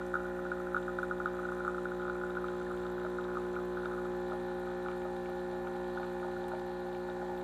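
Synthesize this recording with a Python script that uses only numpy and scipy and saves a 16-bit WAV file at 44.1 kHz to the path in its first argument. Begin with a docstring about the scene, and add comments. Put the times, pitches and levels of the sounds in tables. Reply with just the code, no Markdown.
"""A vibratory pump, stroking once per mains cycle, makes a coffee machine's housing hum close to a phone.
The hum is a sum of stroke-rate partials: an opening colour fades into a middle one, then shifts to a late one.
The filling cup rattles on the shaking drip tray: short pushes and small clicks ring their shared modes.
Filtered noise makes the valve hiss once a stroke, the splashes, the flickering treble and the room murmur;
random clicks make the trickle fizz in the cup."""
import sys
import numpy as np
from scipy import signal
from scipy.fft import rfft, irfft
from scipy.io import wavfile
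from scipy.ndimage import uniform_filter1d

SR = 44100
rng = np.random.default_rng(int(sys.argv[2]) if len(sys.argv) > 2 else 0)


def digitize_waveform(pressure):
    """Quantize a signal to 16-bit integers and store it at the path in sys.argv[1].

    Rows of a 2-D input are taken as channels; values are limited to [-1, 1].
    """
    field = np.atleast_2d(pressure).T
    bounded = np.clip(field, -1, 1)
    quanta = np.round(bounded * 32767).astype(np.int16)
    wavfile.write(sys.argv[1], SR, quanta)


N = 327701

# modes of cup on tray: (frequency [Hz], relative level [dB], t60 [s])
TRAY_MODES = [(630, 15, 0.07), (781, 12, 0.051), (829.3, 15, 0.12), (907, 8, 0.13), (1026, 12.5, 0.028),
              (1117, 3.5, 0.037), (1258, 8.5, 0.089), (1351, 16.5, 0.022), (1440, 16.5, 0.038),
              (1408, -5, 0.036), (1660, -3, 0.075), (2354, 11.5, 0.026), (2900, -26, 0.012),
              (3754, 20, 0.018), (3900, -23, 0.019)]
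# dense small rattle: (time [s], sharp level [dB], dull level [dB])
RATTLE_LEVELS = [(0, -55.5, -75), (1.8, -52, -72), (4, -56, -62), (4.4, -59, -59), (5.6, -62, -52),
                 (7.43, -68, -49.5)]
# the trickle as the cup fills: (time [s], level [dB], centre [Hz])
CUP_FILLING = [(0, -72, 3730), (5.2, -68, 3900), (6.9, -67.5, 3990), (7.43, -70, 3970)]


def undb(db):
    """Decibels to gain."""
    return 10 ** (np.asarray(db) / 20)


def unit(x):
    """Scale to rms 1."""
    return x / np.sqrt(np.mean(x ** 2))


def curves(table):
    """Each column joined by straight lines in time."""
    s, *columns = np.transpose(table)
    return [np.interp(np.arange(N) / SR, s, c) for c in columns]


def band(x, hz, width):
    """One resonance, width in Hz."""
    return signal.lfilter(*signal.iirpeak(hz, hz / width, fs=SR), x)


def noise(hz, width):
    """A steep band of noise: two equal resonances in a row."""
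    return unit(band(band(rng.standard_normal(N), hz, width), hz, width))


def walk(rate):
    """Random levels held 1 / rate s and slewed twice; spread near 1."""
    hold = int(SR / rate)
    steps = np.repeat(rng.standard_normal(N // hold + 1), hold)
    return 1.4 * uniform_filter1d(uniform_filter1d(steps, hold), hold)[:N]


def sparks(rate, scatter_db):
    """Random clicks of either sign, rate per second, a few much larger than the rest."""
    chance = rng.random((3, N))
    hits = chance[0] < rate / SR
    size = undb(-scatter_db * np.log(chance[1] + 0.0058))
    return hits * size * np.sign(chance[2] - .5)


def stroke_turns():
    """The mains drives the pump: its phase counts strokes."""
    # (time [s], stroke rate [Hz])
    mains = [(0, 60.004), (7.43, 60.02)]
    return np.cumsum(curves(mains)[0]) / SR


def hum(turns, wobble_db=0.1238, wobble_rad=0.013, bend=22., drag=11.45, late=.594, turn_rad=2.45):
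    """Partials start from minimum phase; a chosen smooth lag spreads each stroke over the cycle."""
    # overall hum: (time [s], level [dB])
    pump_level = [(0, -41.5), (2, -40.5), (4.1, -40), (4.7, -41.5), (6.3, -41.5), (6.7, -42.5), (7.43, -42)]
    # hum colours in order of appearance: (multiple of the stroke rate, relative level [dB])
    opening_colour = [(1, -14.5), (2, -23), (3, -7.5), (4, -10.5), (5, -15.5), (6, 0.5), (7, -22),
                      (8, -17.5), (9, -5), (10, -15.5), (11, -20.5), (12, -23.5), (13, -13), (14, -13.5),
                      (15, -25), (16, -25), (17, -17), (18, -33), (19, -27.5), (20, -36), (21, -35),
                      (22, -25), (23, -22), (24, -19), (25, -21), (26, -33), (27, -38), (28, -32),
                      (29, -21.5), (30, -22), (31, -28), (32, -26), (33, -36), (34, -45), (35, -46),
                      (36, -40), (37, -50), (38, -41), (39, -44), (40, -32), (41, -46), (42, -41)]
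    middle_colour = [(1, -16), (2, -21.5), (3, -8.5), (4, -10.5), (5, -19.5), (6, 1.5), (7, -15.5),
                     (8, -13), (9, -10.5), (10, -17), (11, -29), (12, -22), (13, -17), (14, -14.5),
                     (15, -24.5), (16, -22), (17, -14.5), (18, -22.5), (19, -22), (20, -37.5), (21, -32),
                     (22, -28), (23, -34), (24, -21), (25, -24), (26, -22.5), (27, -37.5), (28, -29),
                     (29, -22.5), (30, -29.5), (31, -31), (32, -36.5), (33, -39), (34, -49), (35, -35),
                     (36, -39.5), (37, -55.5), (38, -43), (39, -47.5), (40, -39.5), (41, -38), (42, -50)]
    late_colour = [(1, -16), (2, -21.5), (3, -8), (4, -9), (5, -19), (6, 1.5), (7, -18), (8, -18.5),
                   (9, -5.5), (10, -24), (11, -21.5), (12, -23), (13, -10), (14, -13), (15, -18),
                   (16, -23.5), (17, -17), (18, -30.5), (19, -23), (20, -41.5), (21, -28), (22, -29),
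                   (23, -35), (24, -17.5), (25, -21), (26, -29), (27, -36), (28, -28), (29, -17.5),
                   (30, -24), (31, -25.5), (32, -36.5), (33, -46.5), (34, -56), (35, -35.5), (36, -42),
                   (37, -41), (38, -39), (39, -37), (40, -35.5), (41, -35.5), (42, -52.5)]
    fade_s, shift_s, shift_time_s = 2.06, 4.13, 0.26
    t = np.arange(N) / SR
    level_db = curves(pump_level)[0]
    # the opening colour fades over about two seconds; the hum's colour shifts around 4.1 s
    shifted = (1 + np.tanh((t - shift_s) / shift_time_s)) / 2
    opening_share = np.exp(-(t / fade_s) ** 2)
    opening, middle, last = (np.array(table)[:, 1] for table in (opening_colour, middle_colour, late_colour))
    # minimum phase from the log spectrum, padded below and above the partials
    log_gain = np.log(undb(np.r_[-40, (middle + last) / 2, np.full(20, -60)]))
    phase = -signal.hilbert(np.r_[log_gain, log_gain[-2:0:-1]]).imag
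    out = 0
    for k in range(1, len(middle) + 1):
        lag = bend * np.sqrt(k) + drag * np.log(k) + 2 * np.pi * k * late + turn_rad
        db = middle[k - 1] + shifted * (last - middle)[k - 1] + opening_share * (opening - middle)[k - 1]
        # high partials feel small changes of the stroke most
        db = db + wobble_db * np.sqrt(k) * walk(14)
        angle = 2 * np.pi * k * turns + phase[k] - lag + wobble_rad * k * walk(16)
        out = out + undb(db) * np.cos(angle)
    return np.sqrt(2) * undb(level_db) * out


def blows(table, cycles, colour_db, crack_db, direct_db):
    """Each contact is a short push that rings the modes near its centre; every spot weighs them anew."""
    out, t = np.zeros(N + 4096), np.arange(4096) / SR
    hz, db, t60 = np.transpose(TRAY_MODES)[:, :, None]
    modes = rfft(undb(db) * np.sin(2 * np.pi * hz * t) * np.exp(-np.log(1000) * t / t60), 8192)
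    # the hard first touch reaches the high modes
    edge = np.diff(np.exp(-((t - .0004) / .00006) ** 2), prepend=0)
    for (s, db, hz), spot in zip(table, rng.standard_normal((len(table), len(TRAY_MODES)))):
        swell = np.sin(np.pi * np.clip(t * hz / cycles, 0, 1) ** 0.6) ** 2
        push = swell * np.sin(2 * np.pi * hz * t) + undb(crack_db) * edge
        response = undb(colour_db * spot) @ modes + undb(direct_db)
        sound = irfft(rfft(push, 8192) * response)[:4096]
        i = int(s * SR)
        out[i:i + 4096] += sound * undb(db) / np.abs(sound).max()
    return out[:N]


def bounces(table):
    """Each knock falls back once, a little early or late, softer and lower."""
    bounce_s, bounce_db = .0135, -12.5  # mean delay and mean level change
    s, db, hz = np.transpose(table)
    late, soft, low = rng.standard_normal((len(table), 3)).T
    fall_s = s + bounce_s * (1 + 0.18 * late)
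    return np.transpose([fall_s, db + bounce_db + 3. * soft, hz * (0.95 + 0.024 * low)])


def scattered(db, hz, spread, count):
    """Light contacts at random moments, of random strength and pitch; db is their ceiling over time."""
    when, size, pitch = rng.random((count, 3)).T
    peak_db = db[(when * N).astype(int)] - 16.3 * size
    return np.transpose([when * N / SR, peak_db, hz * (1 + spread * (2 * pitch - 1))])


def cup_rattle():
    """The cup strikes the tray: sharp knocks with bounces, dull thuds, light ticks and a long ping."""
    # all four: (time [s], peak level [dB], centre [Hz])
    knocks = [(0.0125, -34, 1320), (0.1402, -22, 1470), (0.1536, -24.5, 1470), (0.1678, -30, 1440),
              (0.2022, -34, 1370), (0.2424, -36, 1400), (0.2541, -35, 1420), (0.3908, -35.5, 1400),
              (0.4512, -33, 1440), (0.4635, -32.5, 1430), (0.5169, -25.5, 1490), (0.5732, -38, 1390),
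              (0.601, -33.5, 1330), (0.6691, -33, 1480), (0.7451, -21.5, 1380), (0.7647, -20, 1430),
              (0.8799, -28.5, 1520), (0.9867, -25.5, 1490), (1.0039, -38, 1430), (1.03, -25, 1470),
              (1.1105, -24, 1450), (1.2008, -27.5, 1300), (1.2576, -21, 1430), (1.3896, -32.5, 1320),
              (1.4518, -29, 1410), (1.4879, -30, 1420), (1.5197, -30.5, 1270), (1.6047, -34, 1450),
              (1.6485, -30.5, 1320), (1.6656, -31, 1350), (1.6781, -23, 1290), (1.7446, -31, 1400),
              (1.7808, -28.5, 1340), (1.8544, -27.5, 1500), (1.9173, -33, 1410), (2.029, -35, 1400),
              (2.052, -35, 1320), (2.0801, -28.5, 1390), (2.0971, -28, 1330), (2.1535, -31, 1360),
              (2.2129, -32, 1430), (2.2354, -29, 1400), (2.297, -37, 1360), (2.3069, -38, 1340),
              (2.3515, -34, 1420), (2.3689, -27.5, 1370), (2.4414, -29, 1270), (2.484, -35, 1430),
              (2.5364, -41, 1310), (2.6123, -37, 1430), (2.7105, -33.5, 1300), (2.8533, -36, 1320),
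              (2.9799, -34, 1410), (3.0478, -33, 1380), (3.0651, -35, 1230), (3.1847, -28.5, 1380),
              (3.3535, -32.5, 1320), (3.37, -26.5, 1210), (3.5636, -30, 1360), (3.5875, -34, 1230),
              (3.7709, -30.5, 1440), (3.8566, -28, 1480), (3.9119, -35, 1270), (3.9364, -33.5, 1270),
              (3.978, -36.5, 1300), (4.0543, -37.5, 1250), (4.3198, -31.5, 1320), (4.6732, -36.5, 1340),
              (4.8601, -31.5, 1360), (4.8848, -32, 1300), (4.93, -38, 1340), (5.0516, -36, 1350),
              (5.6706, -35, 1340), (5.9737, -31, 1440), (6.0303, -35, 1430), (6.044, -40, 1315),
              (6.2282, -35.5, 1320), (6.3642, -39, 1440), (6.5168, -36, 1410), (6.5343, -41, 1310),
              (7.087, -40, 1510), (7.2154, -38, 1560)]
    thuds = [(3.0478, -33.5, 806), (3.8515, -36.5, 805), (4.3112, -34.5, 810), (4.3327, -31.5, 815),
             (5.0525, -29, 840), (5.2895, -35, 895), (5.528, -36, 815), (5.9586, -34, 800),
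             (5.9979, -31, 845), (6.2474, -31.5, 800), (6.4331, -34, 800), (6.5172, -39, 804),
             (6.5351, -32, 810), (6.9303, -37, 830), (7.087, -37, 730), (7.2277, -32.5, 810),
             (7.2928, -33, 830)]  # of the heavier cup
    ticks = [(0.7791, -50, 3720), (0.827, -49, 3770), (2.3506, -48, 2530), (2.4833, -46.5, 3120),
             (2.8659, -47, 3670), (2.9986, -47, 2750), (3.2415, -46, 3830), (3.556, -43, 2350),
             (4.0547, -51, 3780), (3.8561, -45.5, 3860), (4.3105, -47.5, 3770), (5.1657, -48, 3760),
             (6.5954, -47, 4000), (7.4115, -50, 3100), (4.885, -40, 2370), (4.915, -42, 2400),
             (5.019, -44, 2410), (5.2589, -42.5, 2300), (5.672, -44, 2340), (6.031, -45, 2390),
             (6.1984, -46, 2410), (6.5505, -46, 2400), (6.9496, -43, 2450)]
    ping = [(2.664, -39.5, 1770)]  # one long clear contact
    # ceilings of the random knocks over the sharp rattle and of the random ticks over the trickle
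    light_db = curves(RATTLE_LEVELS)[0] + 17.5
    faint_db = curves(CUP_FILLING)[0] + 23
    light = scattered(light_db, 1344, 0.081, count=110)
    faint = scattered(faint_db, 3030, 0.24, count=60)
    out = blows(np.r_[knocks, bounces(knocks), light], cycles=6.0, colour_db=3.0, crack_db=-3.0, direct_db=38.)
    out += blows(thuds, cycles=2.8, colour_db=3.3, crack_db=1.0, direct_db=26.0)
    out += blows(np.r_[ticks, faint], cycles=3.0, colour_db=2.5, crack_db=-4.0, direct_db=44.)
    out += blows(ping, cycles=22.0, colour_db=0, crack_db=-17, direct_db=30.)
    return out


def ring(x):
    """The modes of cup and tray, struck by x."""
    out = 0
    for hz, db, t60 in TRAY_MODES:
        pole = np.exp(2j * np.pi * hz / SR - np.log(1000) / (t60 * SR))
        out = out + undb(db) * signal.lfilter([1], [1, -pole], x).imag
    return out


def chatter(turns):
    """Many small contacts of scattered size ring the tray; the dull ones come with the stroke."""
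    out = 0
    # sharp, dull: (centre [Hz], width [Hz], base rate [1/s], scatter [dB], stroke lock)
    kinds = [(1350, 650, 150, 2.7, 0.), (850, 470, 420, 2.0, .8)]
    for db, (hz, width, rate, scatter_db, lock) in zip(curves(RATTLE_LEVELS), kinds):
        stroke = np.exp(lock * np.cos(2 * np.pi * turns))
        hits = sparks(rate * stroke * undb(2.5 * walk(8.2)), scatter_db)
        out = out + undb(db) * unit(ring(band(band(hits, hz, width), hz, width)))
    return out


def valves(turns):
    """Water squeezes past the valves once a stroke, each stroke a little differently."""
    # hiss resonances: (centre [Hz], width [Hz], level before the gain [dB])
    resonances = [(2460, 480, -76.5), (6140, 410, -83.5), (7275, 970, -78.5), (9100, 3300, -79.5)]
    # (time [s], gain [dB])
    hiss_gain = [(0, 0.5), (1.5, 1.5), (3, 0.5), (4.5, 0), (6, -0.5), (7.43, -3)]
    gate = np.exp(.85 * np.cos(2 * np.pi * turns)) * undb(1.5 * walk(50))
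    hiss = 0
    for hz, width, db in resonances:
        hiss = hiss + undb(db + 1.2 * walk(12)) * unit(gate * noise(hz, width))
    return undb(curves(hiss_gain)[0]) * hiss


def trickle(width=360.0):
    """Fine droplets fizz in the cup; its air space lifts a broad band that rises as the cup fills."""
    db, hz = curves(CUP_FILLING)
    clicks = [sparks(2500., 2.5), sparks(2500., 2.5)]
    fizz = signal.sosfilt(signal.butter(2, width, fs=SR, output="sos"), clicks)
    # the low fizz is shifted up to the moving centre
    carrier = np.exp(2j * np.pi * np.cumsum(hz) / SR)
    cup = unit(((fizz[0] + 1j * fizz[1]) * carrier).real)
    spray = undb(-4.5) * unit(band(band(clicks[0], 2900, 1700), 2900, 1700))
    spray = spray + undb(-8) * unit(band(clicks[1], 3380, 150))
    return undb(db + 1.1 * walk(14)) * (cup + spray)


def splashes(t60=.045):
    """Droplets spit: broad short bursts of noise, t60 in s."""
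    # (time [s], starting level [dB], centre [Hz])
    drops = [(0.0638, -61, 7030), (1.6766, -63, 7200), (6.482, -56.5, 9500)]
    out, t = np.zeros(N + 2048), np.arange(2048) / SR
    for (s, db, hz), puff in zip(drops, rng.standard_normal((len(drops), 2048))):
        i = int(s * SR)
        decay = np.exp(-np.log(1000) * t / t60)
        out[i:i + 2048] += undb(db) * unit(band(puff, hz, 0.53 * hz)) * decay
    return out[:N]


def spits():
    """The top treble hisses briefly: noise under short rounded gates."""
    # (time [s], length [s], level [dB])
    hisses = [(4.44, .03, -78), (7.359, .045, -73)]
    t = np.arange(N) / SR
    gate = 0
    for s, length, db in hisses:
        gate = gate + undb(db) * np.sin(np.pi * np.clip((t - s) / length, 0, 1)) ** .5
    return gate * noise(13100, 900)


def flicker():
    """The top treble puffs in short bursts, about fifteen a second, with random extra ones between."""
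    beat = np.diff(np.floor(np.cumsum(15.3 * (1 + .12 * walk(12))) / SR), prepend=0)
    starts = beat * undb(2 * walk(15)) + .7 * np.abs(sparks(10., 1.))
    puffs = signal.fftconvolve(starts, np.hanning(750))[:N]
    return undb(-83) * unit(puffs) * noise(12500, 2000)


def murmur():
    """Third-octave bands of flow and room noise, each flickering a little."""
    # (frequency [Hz], relative density [dB per Hz])
    spectrum = [(25, -8), (40, -5), (60, -2), (100, -2), (170, -6), (270, 0.5), (350, -3), (450, -6.5),
                (700, -4.5), (1100, -7.5), (1700, -3), (2100, -46), (3000, -17), (5000, -30), (8000, -27),
                (11000, -37), (15000, -32.5)]
    f, density_db = np.transpose(spectrum)
    out = 0
    for hz in 28 * 2 ** np.arange(0, 9.3, 1 / 3):
        # a wider band holds more power
        db = np.interp(np.log(hz), np.log(f), density_db) + 10 * np.log10(hz) + 1.2 * walk(11)
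        out = out + undb(db) * noise(hz, hz / 3)
    return undb(-54.5) * unit(out)


def scene():
    """Hum, rattle, water and room at one microphone."""
    turns = stroke_turns()
    machine = hum(turns) + valves(turns)
    cup = cup_rattle() + chatter(turns)
    water = trickle() + splashes()
    air = spits() + flicker() + murmur()
    return (machine + cup + water + air)[None]


def record(dry):
    """The phone cuts the top with a steep low-pass at 15350 Hz."""
    return signal.sosfilt(signal.ellip(16, .2, 80, 15350, fs=SR, output="sos"), dry)


dry = scene()
out = record(dry)
digitize_waveform(out)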